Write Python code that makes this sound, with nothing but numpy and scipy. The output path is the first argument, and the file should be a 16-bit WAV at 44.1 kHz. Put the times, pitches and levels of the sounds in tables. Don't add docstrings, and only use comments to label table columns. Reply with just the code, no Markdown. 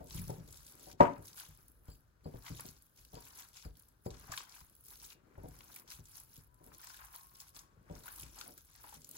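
import sys
import numpy as np
from scipy import signal
from scipy.fft import rfft, irfft, next_fast_len
from scipy.io import wavfile
from scipy.ndimage import uniform_filter1d, map_coordinates

SR = 44100
rng = np.random.default_rng(int(sys.argv[2]) if len(sys.argv) > 2 else 0)


def master(y):
    cut = np.clip(np.atleast_2d(y).T, -1, 1)
    pcm = np.round(cut * 32767)
    wavfile.write(sys.argv[1], SR, pcm.astype(np.int16))


N = 404397

# time_s, fizz_db, hollow_over_fizz_db, treble_over_fizz_db
KNEAD_LEVELS = [(0.0, -94, 31, -15), (0.05, -71, -16, -5), (0.07, -66.5, -12, -4.5), (0.15, -53.5, -8, -2),
                (0.23, -63, -3.5, 5.5), (0.28, -62, -6, 0.5), (0.3, -62.5, -3, 0), (0.41, -73, 0.5, -3),
                (0.54, -65.5, -7.5, 2.5), (0.64, -67, -6, -1), (0.66, -69.5, -2, 4), (0.69, -62, -9.5, 3.5),
                (0.76, -73.5, 3.5, -4), (0.81, -62, -7, -1), (0.92, -62, -7, -3), (0.97, -88, -3, -6),
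                (1.02, -56, 19.5, -13), (1.07, -67.5, 22, -21), (1.15, -76, 15.5, 0), (1.23, -75, 5.5, 3.5),
                (1.25, -65.5, -0.5, 4.5), (1.28, -61.5, -8, -5), (1.35, -72, -1, 4), (1.38, -56, -14.5, 2),
                (1.4, -54.5, -5, -1), (1.5, -67, -5, -2.5), (1.84, -92, 6, 14), (1.89, -70.5, 8.5, 1.5),
                (1.94, -73, -8, 3.5), (1.99, -86, 0, 8), (2.19, -92, 7, -10.5), (2.27, -78.5, 4.5, 5),
                (2.42, -71.5, 4, 1.5), (2.48, -54.5, 0, -6), (2.5, -58.5, -1, -5), (2.58, -63, -7, -0.5),
                (2.6, -62, 2, -2), (2.68, -60, -8.5, 2), (2.76, -74, -5.5, -0.5), (2.93, -84.5, -4.5, 5.5),
                (2.99, -65.5, -11.5, -2), (3.09, -76, -5.5, 3.5), (3.14, -66, -8.5, -4.5),
                (3.17, -67, 3.5, -2), (3.22, -65, -4, -3), (3.37, -63.5, -2.5, 2.5), (3.4, -56.5, -1.5, -3),
                (3.42, -59.5, -2.5, -2), (3.52, -73.5, -2.5, -3.5), (3.57, -58, -8.5, -6.5),
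                (3.62, -60, -16, -9.5), (3.65, -64.5, 3.5, -2.5), (3.73, -83, -4.5, 2),
                (3.78, -75, -4.5, 3.5), (3.98, -87.5, 1.5, 1), (4.03, -92.5, -5, 11.5), (4.06, -64, 3, -1),
                (4.09, -77, -2, 2), (4.11, -64, -4, -11), (4.19, -65, 0.5, -4), (4.29, -67, 4, 0.5),
                (4.31, -61, 3, -8), (4.34, -55.5, -3, 0.5), (4.39, -53, -10, -5.5), (4.47, -69.5, 3.5, -3),
                (4.57, -60, -5.5, -1.5), (4.72, -79.5, 0.5, 5), (4.83, -80, -5.5, 9.5),
                (4.85, -70.5, -8.5, 8.5), (4.93, -62, -3, 3.5), (4.98, -68.5, -12, 3),
                (5.05, -57, -7.5, 0.5), (5.08, -64, -5, 1), (5.13, -60, -9, -0.5), (5.16, -82, 1, -3),
                (5.21, -94.5, 14, -14.5), (5.39, -78.5, 10, -2), (5.54, -69, 0, 0), (5.8, -63.5, -2.5, 1.5),
                (5.82, -80.5, 8, 8.5), (5.85, -83.5, 4.5, -4.5), (5.92, -53, -10, 0.5),
                (6.03, -76.5, 2.5, -2), (6.05, -71.5, -8.5, 3.5), (6.13, -67, -4.5, 4), (6.18, -58, -10, 0),
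                (6.26, -75.5, -4, 5), (6.38, -65.5, -6, 2.5), (6.49, -89.5, 4, 3), (6.61, -86, 6.5, 5),
                (6.66, -72.5, -1, 4), (6.72, -77, 9.5, 3.5), (6.74, -64, -5, -1), (6.77, -72, 0, 0.5),
                (6.87, -57, -5, -7.5), (6.97, -60.5, -7, -1), (7.02, -70.5, 12.5, 3.5), (7.05, -65, 2, 3.5),
                (7.1, -73.5, 7, 4.5), (7.15, -59.5, -2, 1), (7.3, -77, -4.5, 8.5),
                (7.38, -67.5, -6.5, -0.5), (7.41, -59.5, -11, 1.5), (7.46, -69, 1, -4.5),
                (7.48, -65.5, -10.5, 2.5), (7.53, -82.5, -3.5, -3.5), (7.56, -56, -4, -4),
                (7.59, -66, 0, 8), (7.69, -85, 6.5, -9), (7.84, -86, 11.5, -5), (7.97, -65.5, 2, -1.5),
                (8.02, -65, -3.5, 1.5), (8.07, -60, 4, 5), (8.1, -66.5, -1, 1), (8.12, -66, 3, 7.5),
                (8.22, -57.5, -8, 0), (8.25, -62.5, -4.5, -6), (8.33, -66.5, -5, 1), (8.4, -56.5, -4.5, -2),
                (8.48, -67.5, 2.5, 5), (8.53, -68, -9.5, 2), (8.55, -73, -2, 6.5), (8.58, -61, -10.5, -7),
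                (8.63, -76, -6.5, 3), (8.78, -66, -4.5, -8), (8.86, -67, 0.5, 5), (8.94, -60, -4.5, -4),
                (8.96, -60, -6, -3), (8.99, -73, -2.5, 1), (9.04, -69, -17.5, -2.5), (9.09, -72, -4.5, 4),
                (9.17, -58, -7.5, -0.5)]
# freq_hz, gain_db
FIZZ_SPECTRUM = [(1200, -36.5), (2200, -8), (3500, -4), (6000, 0.5), (9000, -8), (13000, -16.5),
                 (17000, -37)]
TREBLE_SPECTRUM = [(5000, -41), (8000, -19.5), (10000, -1), (13000, -4.5), (16500, -4.5)]
# freq_hz, gain_db
HOLLOW_SPECTRUM = [(400, -40), (750, -4.5), (1020, -0.5), (1250, -2.5), (1500, -2), (1850, -7.5),
                   (2300, -9), (2900, -15.5), (4000, -38)]
# time_s, rumble_db, scrape_db
DRAG_LEVELS = [(0.0, -66, -52), (0.07, -67, -67), (0.15, -63.5, -60), (0.25, -56, -77), (0.33, -66, -58),
               (0.51, -63, -61.5), (0.61, -66, -74.5), (0.79, -84, -61), (0.89, -71, -67), (1.07, -85, -80),
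               (1.12, -78, -80), (1.23, -73, -58.5), (1.28, -78, -71), (1.61, -74.5, -72.5),
               (2.19, -75, -78.5), (2.3, -69, -55), (2.42, -76, -88), (2.48, -75, -76), (2.55, -65, -63),
               (2.73, -73.5, -72), (2.83, -78.5, -83.5), (3.04, -73.5, -72.5), (3.27, -73.5, -69.5),
               (3.45, -78.5, -75.5), (3.96, -75.5, -77), (4.06, -72, -75.5), (4.19, -69, -78),
               (4.24, -67, -66.5), (4.36, -77, -73), (4.62, -76.5, -76.5), (4.9, -75.5, -75),
               (5.03, -69, -71.5), (5.13, -73, -69.5), (5.39, -78, -63), (5.52, -65, -77),
               (5.59, -71, -67.5), (5.77, -75, -66), (6.03, -72, -79.5), (6.18, -72, -75),
               (6.54, -74.5, -76.5), (6.69, -68.5, -64.5), (6.79, -74.5, -71.5), (6.95, -72.5, -75.5),
               (7.35, -76, -77), (7.53, -74, -74), (7.84, -74.5, -68), (7.97, -61, -58), (8.1, -73, -68.5),
               (8.22, -63, -65.5), (8.38, -68, -69), (8.53, -73, -60), (8.63, -74.5, -84),
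               (8.86, -75, -69.5), (9.04, -75.5, -72.5), (9.17, -76.5, -64)]
# freq_hz, gain_db
RUMBLE_SPECTRUM = [(20, -29.5), (35, -5), (50, 2), (90, -7.5), (150, -14), (400, -55)]
SCRAPE_SPECTRUM = [(60, -26.5), (120, -0.5), (170, -4.5), (300, -4), (600, -9.5), (1200, -36.5)]
# freq_hz, gain_db
HUSH_SPECTRUM = [(60, -20), (110, 2.5), (200, -10), (350, -13), (700, -20), (1300, -14.5), (1600, -13.5),
                 (2100, -30), (4000, -27.5), (8000, -33.5), (11000, -30.5), (16000, -32)]
# start_s, level_db, hardness_db, weight_db, rise_s, ring_ratio
FOOT_KNOCKS = [(0.004, -41.5, -4, -36, 0.0024, 1.38), (0.044, -45, -6, -23, 0.0027, 0.62),
               (0.109, -50, -24, -6, 0.004, 1.3), (0.145, -38, -38, -22, 0.0044, 1.6),
               (0.162, -32.5, -44, -17, 0.0049, 1.1), (0.184, -33, -45, -14, 0.0046, 0.9),
               (0.21, -36.5, -42, -16, 0.004, 1.4), (0.27, -34.5, -42, -14, 0.0033, 0.62),
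               (0.292, -27, -8, -26, 0.0032, 0.9), (0.378, -44, -36, -22, 0.0032, 2),
               (0.864, -50, -1.5, -6, 0.0034, 2.3), (0.932, -45, -13, -12, 0.0026, 0.67),
               (1.002, -6, 10, -14, 0.0019, 1), (1.181, -41, -12, -10, 0.0035, 1.2),
               (1.482, -52, -33.5, -5.5, 0.0048, 1.27), (1.879, -41, -17.5, 0.5, 0.003, 0.79),
               (2.256, -33, -15.5, -23, 0.0015, 0.76), (2.336, -38, -14.5, -5, 0.0025, 0.93),
               (2.495, -34, -26, -12, 0.0045, 1.12), (2.645, -43, -11, -16, 0.0032, 0.81),
               (2.681, -50, -26, -19, 0.0022, 0.81), (3.125, -35, -7, -8, 0.0072, 1),
               (3.167, -41, 1, -19, 0.0021, 0.81), (3.65, -38, -16.5, -2.5, 0.0033, 0.95),
               (4.059, -28.5, -7.5, -19.5, 0.0019, 0.72), (4.104, -42, -15, 1, 0.0048, 1.05),
               (4.143, -65, -11, -2, 0.0044, 1.05), (4.292, -47, -14, -4, 0.0021, 0.83),
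               (4.61, -51, -25.5, 5, 0.0026, 0.75), (5.373, -41.5, -5.5, 2, 0.0037, 1.5),
               (5.432, -36.5, -7, -6, 0.0044, 0.9), (5.45, -43.5, -14, -17, 0.0032, 1.63),
               (5.984, -44.5, -25.5, -9, 0.0042, 1), (6.372, -47, -25.5, -3.5, 0.0038, 0.83),
               (6.601, -50.5, -9, -20, 0.0054, 1.3), (6.658, -51, -6, -13.5, 0.0047, 1.24),
               (7.768, -56.5, -37, -11, 0.0034, 1.08), (7.894, -34.5, -15, -26, 0.0045, 1.13),
               (7.929, -49, 1, -27, 0.0047, 1.4), (8.22, -48, -22, -11, 0.0052, 1.2),
               (8.48, -49.5, -1, -17.5, 0.0026, 1.1), (8.957, -49.5, -21.5, -28, 0.0044, 1.14)]
# pitch_hz, level_db, base_t60_s
BOWL_MODES = [(55, -3.5, .2), (106, -5, .15), (131.7, -12.5, 0.16), (163.6, -4.5, .11), (263, -14, 0.16),
              (299.2, -2, 0.077), (399, -10, 0.2), (456.5, -6, 0.18), (578.2, 3.5, 0.064), (666, -4, 0.048),
              (738, 1, 0.078), (827, 0, 0.043), (929, -0.5, 0.074), (1122, -7.5, 0.043), (1268, -10, .04),
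              (1519, -20, .05), (1970, -18, 0.055), (2136, -25.5, 0.044)]
# start_s, level_db, centre_hz, t60_s
FILM_SNAPS = [(0.0298, -55, 11950, 0.016), (0.0422, -44, 14800, 0.02), (0.0707, -66, 2600, 0.02),
              (0.0707, -46, 7500, 0.018), (0.0841, -46, 7640, 0.02), (0.1067, -39, 4050, 0.029),
              (0.1452, -33, 10200, 0.02), (0.1645, -42, 11200, 0.02), (0.194, -38, 10400, 0.02),
              (0.3042, -42.5, 5550, 0.029), (0.3267, -47.5, 11600, 0.026), (0.4783, -49.5, 11000, 0.026),
              (0.4858, -47, 10900, 0.02), (0.5267, -74, 2520, 0.023), (0.5258, -36.5, 7700, 0.02),
              (0.5711, -39, 6900, 0.019), (0.6485, -48, 7200, 0.02), (0.6654, -40, 7240, 0.022),
              (0.7218, -42, 11100, 0.02), (0.7524, -43, 10900, 0.02), (0.7821, -53, 7270, 0.02),
              (0.7951, -45, 7360, 0.02), (0.842, -46, 11600, 0.02), (0.9163, -48.5, 3770, 0.02),
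              (1.0066, -23, 2600, 0.02), (1.1807, -53, 10300, 0.02), (1.2237, -44, 10300, 0.02),
              (1.2435, -55, 10900, 0.02), (1.2548, -42.5, 5970, 0.022), (1.283, -36.5, 10300, 0.02),
              (1.3299, -43.5, 5140, 0.023), (1.3557, -59, 12000, 0.02), (1.3723, -36, 10400, 0.02),
              (1.3897, -37, 11000, 0.02), (1.6816, -57.5, 14200, 0.023), (1.6811, -45, 10900, 0.023),
              (1.8543, -51, 10600, 0.023), (1.9001, -49.5, 11100, 0.02), (2.3376, -58, 3430, 0.022),
              (2.3875, -47.5, 11600, 0.018), (2.4239, -51, 11700, 0.022), (2.4354, -46, 7770, 0.021),
              (2.4633, -39.5, 3370, 0.046), (2.577, -39.5, 7400, 0.016), (2.5965, -43, 4880, 0.026),
              (2.6189, -45, 11100, 0.02), (2.6543, -39, 4830, 0.016), (2.6871, -40, 5510, 0.022),
              (2.7646, -53.5, 4630, 0.024), (2.8218, -43.5, 11470, 0.016), (2.8649, -53, 10900, 0.019),
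              (2.9746, -49, 5470, 0.026), (3.049, -47.5, 3890, 0.02), (3.1532, -42.5, 3580, 0.018),
              (3.1762, -58, 4100, 0.019), (3.2046, -43, 10600, 0.018), (3.2844, -43, 10800, 0.018),
              (3.323, -49.5, 11300, 0.02), (3.3573, -42, 10700, 0.019), (3.3872, -38, 7450, 0.023),
              (3.486, -44, 10500, 0.02), (3.5314, -50, 4980, 0.017), (3.5453, -47, 6000, 0.016),
              (3.5688, -40, 4870, 0.026), (3.6484, -53, 11200, 0.02), (3.7539, -55, 3690, 0.0202),
              (3.7703, -45.5, 14400, 0.02), (3.7959, -45, 11700, 0.024), (3.8851, -49.5, 11500, 0.026),
              (4.0582, -54.5, 7010, 0.018), (4.1045, -39.5, 4200, 0.02), (4.1425, -48, 4430, 0.022),
              (4.3181, -32, 6300, 0.049), (4.3755, -26, 3220, 0.027), (4.4016, -41, 3420, 0.027),
              (4.4938, -45, 5480, 0.029), (4.6179, -52, 15000, 0.022), (4.6967, -50.5, 10650, 0.023),
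              (4.7511, -66, 14700, 0.02), (4.7511, -45, 11160, 0.02), (4.8394, -49.5, 11900, 0.019),
              (4.8579, -42, 10900, 0.018), (4.8825, -37, 11100, 0.018), (4.9706, -47, 15000, 0.02),
              (5.001, -52, 15100, 0.02), (5.03, -43.5, 11200, 0.02), (5.0467, -40, 7400, 0.036),
              (5.105, -47, 3700, 0.029), (5.4331, -48, 14600, 0.02), (5.4849, -50, 10600, 0.018),
              (5.4849, -43, 10900, 0.0197), (5.5518, -48, 11500, 0.02), (5.5882, -45, 11400, 0.027),
              (5.6062, -44.5, 2500, 0.026), (5.6462, -46, 11000, 0.02), (5.7428, -36, 11200, 0.014),
              (5.7607, -30, 11500, 0.0181), (5.7808, -44, 14300, 0.02), (5.8774, -42.5, 4480, 0.02),
              (5.8965, -53, 10500, 0.015), (5.9128, -36.5, 4970, 0.018), (6.0402, -51, 10200, 0.02),
              (6.0548, -43, 7350, 0.023), (6.0845, -48, 11000, 0.021), (6.115, -45.5, 11100, 0.02),
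              (6.1828, -40.5, 11070, 0.015), (6.1994, -36.5, 11300, 0.02), (6.34, -63.5, 4990, 0.02),
              (6.34, -41.5, 14800, 0.018), (6.5425, -53, 10440, 0.023), (6.5884, -61, 15000, 0.02),
              (6.6409, -44, 11300, 0.024), (6.6807, -49, 14500, 0.026), (6.7466, -46, 6100, 0.025),
              (6.7829, -52, 10600, 0.016), (6.7945, -48, 3740, 0.02), (6.8424, -34.5, 14900, 0.02),
              (6.8699, -37, 6160, 0.024), (6.9711, -46, 3300, 0.02), (7.0479, -35, 10700, 0.012),
              (7.1272, -50, 10660, 0.02), (7.1462, -44, 10800, 0.018), (7.232, -40.5, 11760, 0.02),
              (7.3395, -53, 11800, 0.014), (7.3547, -48.5, 10900, 0.02), (7.3682, -46, 11200, 0.019),
              (7.4021, -41.5, 15000, 0.02), (7.402, -36.5, 5600, 0.022), (7.4909, -44, 10480, 0.02),
              (7.5462, -50, 6910, 0.018), (7.5634, -39.5, 4490, 0.018), (7.5896, -40, 6020, 0.042),
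              (7.8965, -53.5, 3180, 0.022), (7.9239, -54, 5400, 0.02), (7.9523, -43, 5170, 0.019),
              (7.9716, -58, 10800, 0.02), (8.0356, -46, 7350, 0.02), (8.0575, -40, 10900, 0.0196),
              (8.1249, -39, 11260, 0.02), (8.1599, -44, 15000, 0.02), (8.1599, -37, 10600, 0.022),
              (8.2095, -38, 7570, 0.0204), (8.3624, -49, 4590, 0.02), (8.3871, -36, 6400, 0.026),
              (8.4118, -28.5, 4750, 0.015), (8.5076, -40.5, 14700, 0.02), (8.5769, -38.5, 11600, 0.02),
              (8.6223, -51, 15000, 0.023), (8.6477, -47, 11700, 0.02), (8.7395, -48.5, 15000, 0.02),
              (8.751, -46.5, 5150, 0.023), (8.8094, -42, 14400, 0.015), (8.8313, -43, 14300, 0.026),
              (8.8358, -41.5, 14500, 0.02), (8.893, -40, 10300, 0.024), (8.9245, -46, 11100, 0.02),
              (8.9411, -36, 10000, 0.0192), (9.0009, -52, 14600, 0.015), (9.0177, -40.5, 7190, 0.014),
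              (9.046, -43.5, 14940, 0.025), (9.0448, -37, 7090, 0.02), (9.0767, -51, 11160, 0.019),
              (9.0906, -35, 11000, 0.02), (9.1115, -33, 11300, 0.0197), (9.1541, -41, 11300, 0.02)]
# start_s, level_db, pitch_hz, t60_s
POCKET_POPS = [(0.108, -56, 1030, 0.033), (0.144, -52, 975, 0.032), (0.186, -43.5, 2230, 0.031),
               (0.659, -62, 1560, 0.024), (0.867, -56, 696, 0.04), (1.376, -47, 1530, 0.04),
               (2.459, -51, 2170, 0.04), (2.48, -41, 2150, 0.04), (2.556, -57.5, 750, 0.04),
               (2.595, -35.5, 975, 0.019), (3.266, -54, 2480, 0.05), (3.381, -52.5, 960, 0.043),
               (3.409, -55, 1980, 0.033), (3.57, -52.5, 2390, 0.04), (4.212, -56, 1100, 0.031),
               (4.281, -51, 735, 0.044), (4.3, -48, 690, 0.045), (4.32, -37, 1080, 0.054),
               (4.336, -36.5, 1600, 0.037), (4.376, -42, 1050, 0.047), (4.404, -37.5, 1114, 0.025),
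               (4.428, -49, 1460, 0.04), (4.541, -51.5, 2435, 0.051), (4.919, -56, 1030, 0.04),
               (5.024, -56, 920, 0.03), (5.105, -54, 2850, 0.045), (5.12, -49, 2490, 0.03),
               (5.607, -56, 1030, 0.051), (5.762, -43, 2160, 0.029), (5.818, -53.5, 1020, 0.032),
               (5.915, -49, 2410, 0.04), (6.159, -67.5, 861, 0.028), (6.747, -62, 994, 0.036),
               (6.796, -54, 1420, 0.046), (6.83, -50.5, 1820, 0.044), (6.87, -53, 1060, 0.04),
               (6.899, -51, 1490, 0.048), (6.941, -47, 1590, 0.035), (6.99, -47.5, 1464, 0.038),
               (7.012, -51, 1520, 0.075), (7.152, -48.5, 958, 0.036), (7.314, -59, 1070, 0.04),
               (7.546, -58, 1040, 0.035), (7.565, -50.5, 1090, 0.034), (8.056, -48, 950, 0.037),
               (8.078, -44, 1510, 0.07), (8.099, -52, 1550, 0.035), (8.176, -54, 940, 0.034),
               (8.229, -45.5, 2420, 0.033), (8.363, -55, 899, 0.04), (8.412, -46, 1440, 0.047),
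               (8.458, -51.5, 754, 0.072), (8.578, -56.5, 1430, 0.04), (8.751, -56, 1810, 0.042),
               (8.839, -47.5, 925, 0.071), (8.869, -56, 856, 0.12), (8.924, -51.5, 880, 0.085),
               (9.155, -53.5, 970, 0.043)]
# start_s, level_db
GLASS_TICKS = [(1.88, -55.5), (1.8995, -61), (1.9144, -60.5), (2.243, -63.5), (2.261, -62), (2.2844, -75),
               (3.1509, -53.5), (3.1754, -63.5), (3.6481, -57.5), (4.059, -53.5)]
# pitch_hz, level_db, t60_s
GLASS_MODES = [(3140, -7.5, 0.063), (4220, 5, .04), (4780, 6, 0.11), (7450, 2, .07)]
# time_s, pitch_hz, level_db
MOTOR_TRACK = [(5.9, 830, -100), (6.15, 863, -83.5), (6.45, 953, -85), (6.7, 1036, -76.5), (7.1, 1065, -71),
               (7.45, 1087, -75.5), (7.8, 1109, -83), (7.95, 1090, -100)]
# freq_hz, t60_s
ROOM_DECAY = [(100, 0.43), (500, 0.24), (2000, .3), (6000, 0.25), (15000, 0.29)]
# freq_hz, coherence
MIC_COHERENCE = [(60, 0.84), (170, .85), (400, 0.21), (2000, 0.13), (7000, 0.37), (9000, 0.8),
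                 (16000, 0.77)]
# freq_hz, left_over_right_db
MIC_BALANCE = [(60, 2), (400, 3.5), (1000, 5.5), (4000, 4.5), (9000, 2), (15000, -1)]

HUSH_DB, LEFT_LAG_S, TOP_HZ = -76, 0.000267, 15900


def amp(db):
    return 10 ** (np.asarray(db) / 20)


def unit_rms(x):
    return x / np.sqrt(np.mean(x ** 2) + 1e-20)


def at_hz(points, hz):
    freq_hz, values = np.transpose(points)
    return np.interp(np.log(hz + 1), np.log(freq_hz + 1), values)


def curves(rows):
    time_s, *columns = np.transpose(rows)
    return [np.interp(np.arange(N) / SR, time_s, column) for column in columns]


def wobble(rate_hz):
    knots = rng.standard_normal(int(N * rate_hz / SR) + 4)
    return map_coordinates(knots, [np.arange(N) * rate_hz / SR])


def filtered(x, response):
    size = next_fast_len(N + SR // 2)
    return irfft(rfft(x, size) * response(np.fft.rfftfreq(size, 1 / SR)), size)[..., :N]


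def add(out, start_s, sound):
    start = max(round(start_s * SR), 0)
    out[:, start:start + sound.shape[1]] += sound[:, :N - start]


def grainy(spectrum, rate_hz, spread_db, life_s, bed_db):
    onsets = rng.random(N) < rate_hz / SR
    strengths = amp(spread_db * np.minimum(rng.exponential(size=N), 4))
    grains = signal.lfilter([1], [1, -np.exp(-1 / (life_s * SR))], onsets * strengths)
    noise = (unit_rms(grains) + amp(bed_db)) * rng.standard_normal((2, N))
    return unit_rms(filtered(noise, lambda hz: amp(at_hz(spectrum, hz))))


def patchy(x, depth_db):
    spectra = signal.stft(x, nperseg=128)[2]
    field = uniform_filter1d(rng.standard_normal(spectra.shape[1:]), size=3, axis=0)
    field = uniform_filter1d(field, size=6, axis=1)
    return signal.istft(spectra * amp(depth_db * unit_rms(field)), nperseg=128)[1][:, :N]


def strike(level_db, modes, detune, spread_db, linewidth_ratio, rise_s):
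    blocks, block_len = 192, 48
    t = np.arange(blocks * block_len) / SR
    hz, mode_db, t60_s = np.transpose(modes)[:, :, None]
    hz = hz * (1 + detune * rng.standard_normal(hz.shape))
    step_rad = np.sqrt(2 * np.pi * linewidth_ratio * hz / SR / block_len)
    drift_rad = np.repeat(step_rad * rng.standard_normal((len(hz), blocks)), block_len, 1).cumsum(1)
    phase = 2 * np.pi * (hz * t + rng.random(hz.shape)) + drift_rad
    decay = amp(mode_db + rng.normal(0, spread_db, hz.shape) - 60 * t / t60_s)
    ring = np.array([(decay * np.sin(phase)).sum(0), -0.55 * (decay * np.cos(phase)).sum(0)])
    attack = (1 - np.exp(-t / rise_s)) ** 4
    return amp(level_db) * ring * attack / np.linalg.norm(amp(mode_db))


def bursts(rows, narrow_db, skirt_db, spike_gain, rise_s):
    out, t = np.zeros((2, N)), np.arange(4096) / SR
    hz = np.fft.rfftfreq(len(t), 1 / SR)
    attack = (1 - np.exp(-t / rise_s)) ** 2
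    spike = spike_gain * amp(-60 * t / 0.0013)
    for start_s, level_db, centre_hz, t60_s in rows:
        envelope = (amp(-60 * t / t60_s) + spike) * attack
        octaves = np.log2((hz + 1) / centre_hz)
        colour = amp(-narrow_db * octaves ** 2) + amp(skirt_db - 3.5 * octaves ** 2)
        noise = irfft(rfft(rng.standard_normal((2, len(t)))) * colour)
        add(out, start_s, amp(level_db) * envelope * unit_rms(noise))
    return out


def dough_in_bowl():
    fizz_db, hollow_db, treble_db = curves(KNEAD_LEVELS)
    fizz_db = fizz_db - 0.5 + 0.9 * wobble(rate_hz=30)
    fizz = grainy(FIZZ_SPECTRUM, rate_hz=99, spread_db=3.5, life_s=0.001, bed_db=5.5)
    treble = grainy(TREBLE_SPECTRUM, rate_hz=180, spread_db=6, life_s=0.00084, bed_db=0.9)
    hollow = grainy(HOLLOW_SPECTRUM, rate_hz=78, spread_db=3, life_s=0.0045, bed_db=3.5)
    films = patchy(fizz + amp(treble_db + 4.5) * treble, depth_db=3)
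    return amp(fizz_db) * (films + amp(hollow_db - 0.5) * hollow)


def bowl_drag():
    rumble_db, scrape_db = curves(DRAG_LEVELS)
    rumble = grainy(RUMBLE_SPECTRUM, rate_hz=21, spread_db=1.5, life_s=0.03, bed_db=5.5)
    scrape = grainy(SCRAPE_SPECTRUM, rate_hz=49, spread_db=1.5, life_s=0.012, bed_db=2.5)
    return amp(rumble_db + 4.1) * rumble + amp(scrape_db - 2.6) * scrape


def room_hush():
    noise = filtered(rng.standard_normal((2, N)), lambda hz: amp(at_hz(HUSH_SPECTRUM, hz)))
    return amp(HUSH_DB) * unit_rms(noise)


def bowl_knocks():
    out = np.zeros((2, N))
    hz, mode_db, t60_s = np.transpose(BOWL_MODES)
    octaves = np.log2(hz / 150)
    for start_s, level_db, hardness_db, weight_db, rise_s, ring_ratio in FOOT_KNOCKS:
        high_db = hardness_db * 0.46 * np.maximum(octaves, 0)
        low_db = weight_db * 0.7 * np.maximum(-octaves, 0)
        modes = np.transpose([hz, mode_db + high_db + low_db, t60_s * ring_ratio])
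        knock = strike(level_db + 4, modes, detune=0.012, spread_db=1.5,
                       linewidth_ratio=0.058, rise_s=rise_s)
        add(out, start_s, knock)
    return out


def film_snaps():
    return amp(-6.5) * bursts(FILM_SNAPS, narrow_db=45.5, skirt_db=-2.5, spike_gain=0.83, rise_s=0.00034)


def pocket_pops():
    return amp(-1.5) * bursts(POCKET_POPS, narrow_db=305, skirt_db=-10, spike_gain=0.6, rise_s=0.001)


def glass_ticks():
    out = np.zeros((2, N))
    for start_s, level_db in GLASS_TICKS:
        tick = strike(level_db, GLASS_MODES, detune=0.008, spread_db=5,
                      linewidth_ratio=0.016, rise_s=0.00076)
        add(out, start_s, tick)
    return out


def motor_whine():
    pitch_hz, level_db = curves(MOTOR_TRACK)
    gain = np.sqrt(2) * amp(level_db + 3.2 * wobble(rate_hz=13))
    phase = 2 * np.pi * np.cumsum(pitch_hz + 3 * wobble(rate_hz=11)) / SR
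    return gain * np.sin(phase) * np.array([[1.6], [-0.6]])


def kitchen_reverb(x):
    hz, t, spectra = signal.stft(rng.standard_normal((2, SR // 2)), SR, nperseg=256)
    decay = amp(-60 * t / at_hz(ROOM_DECAY, hz)[:, None])
    tail = signal.istft(spectra * decay, SR, nperseg=256)[1]
    delayed = np.pad(x, (300, 0))[None]
    return signal.fftconvolve(delayed, tail / np.linalg.norm(tail[0]), axes=1)[:, :N]


def microphones(pair):
    def mix_matrix(hz):
        angle = np.arccos(np.clip(at_hz(MIC_COHERENCE, hz), 0, 1)) / 2
        mid, side = np.cos(angle), np.sin(angle)
        pan = amp(at_hz(MIC_BALANCE, hz) / 2) * np.exp(-1j * np.pi * hz * LEFT_LAG_S)
        return np.array([[mid * pan, side * pan], [mid / pan, -side / pan]])
    return filtered(pair[None], mix_matrix).sum(1)


def scene():
    bowl = bowl_knocks() + glass_ticks()
    sticky = film_snaps() + pocket_pops()
    reverb = kitchen_reverb(amp(-8.5) * bowl[0] + amp(-9.5) * sticky[0])
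    mid_side = bowl + sticky + reverb + dough_in_bowl() + bowl_drag() + room_hush()
    return microphones(mid_side) + motor_whine()


def record(dry):
    return filtered(dry, lambda hz: hz < TOP_HZ)


dry = scene()
out = record(dry)
master(out)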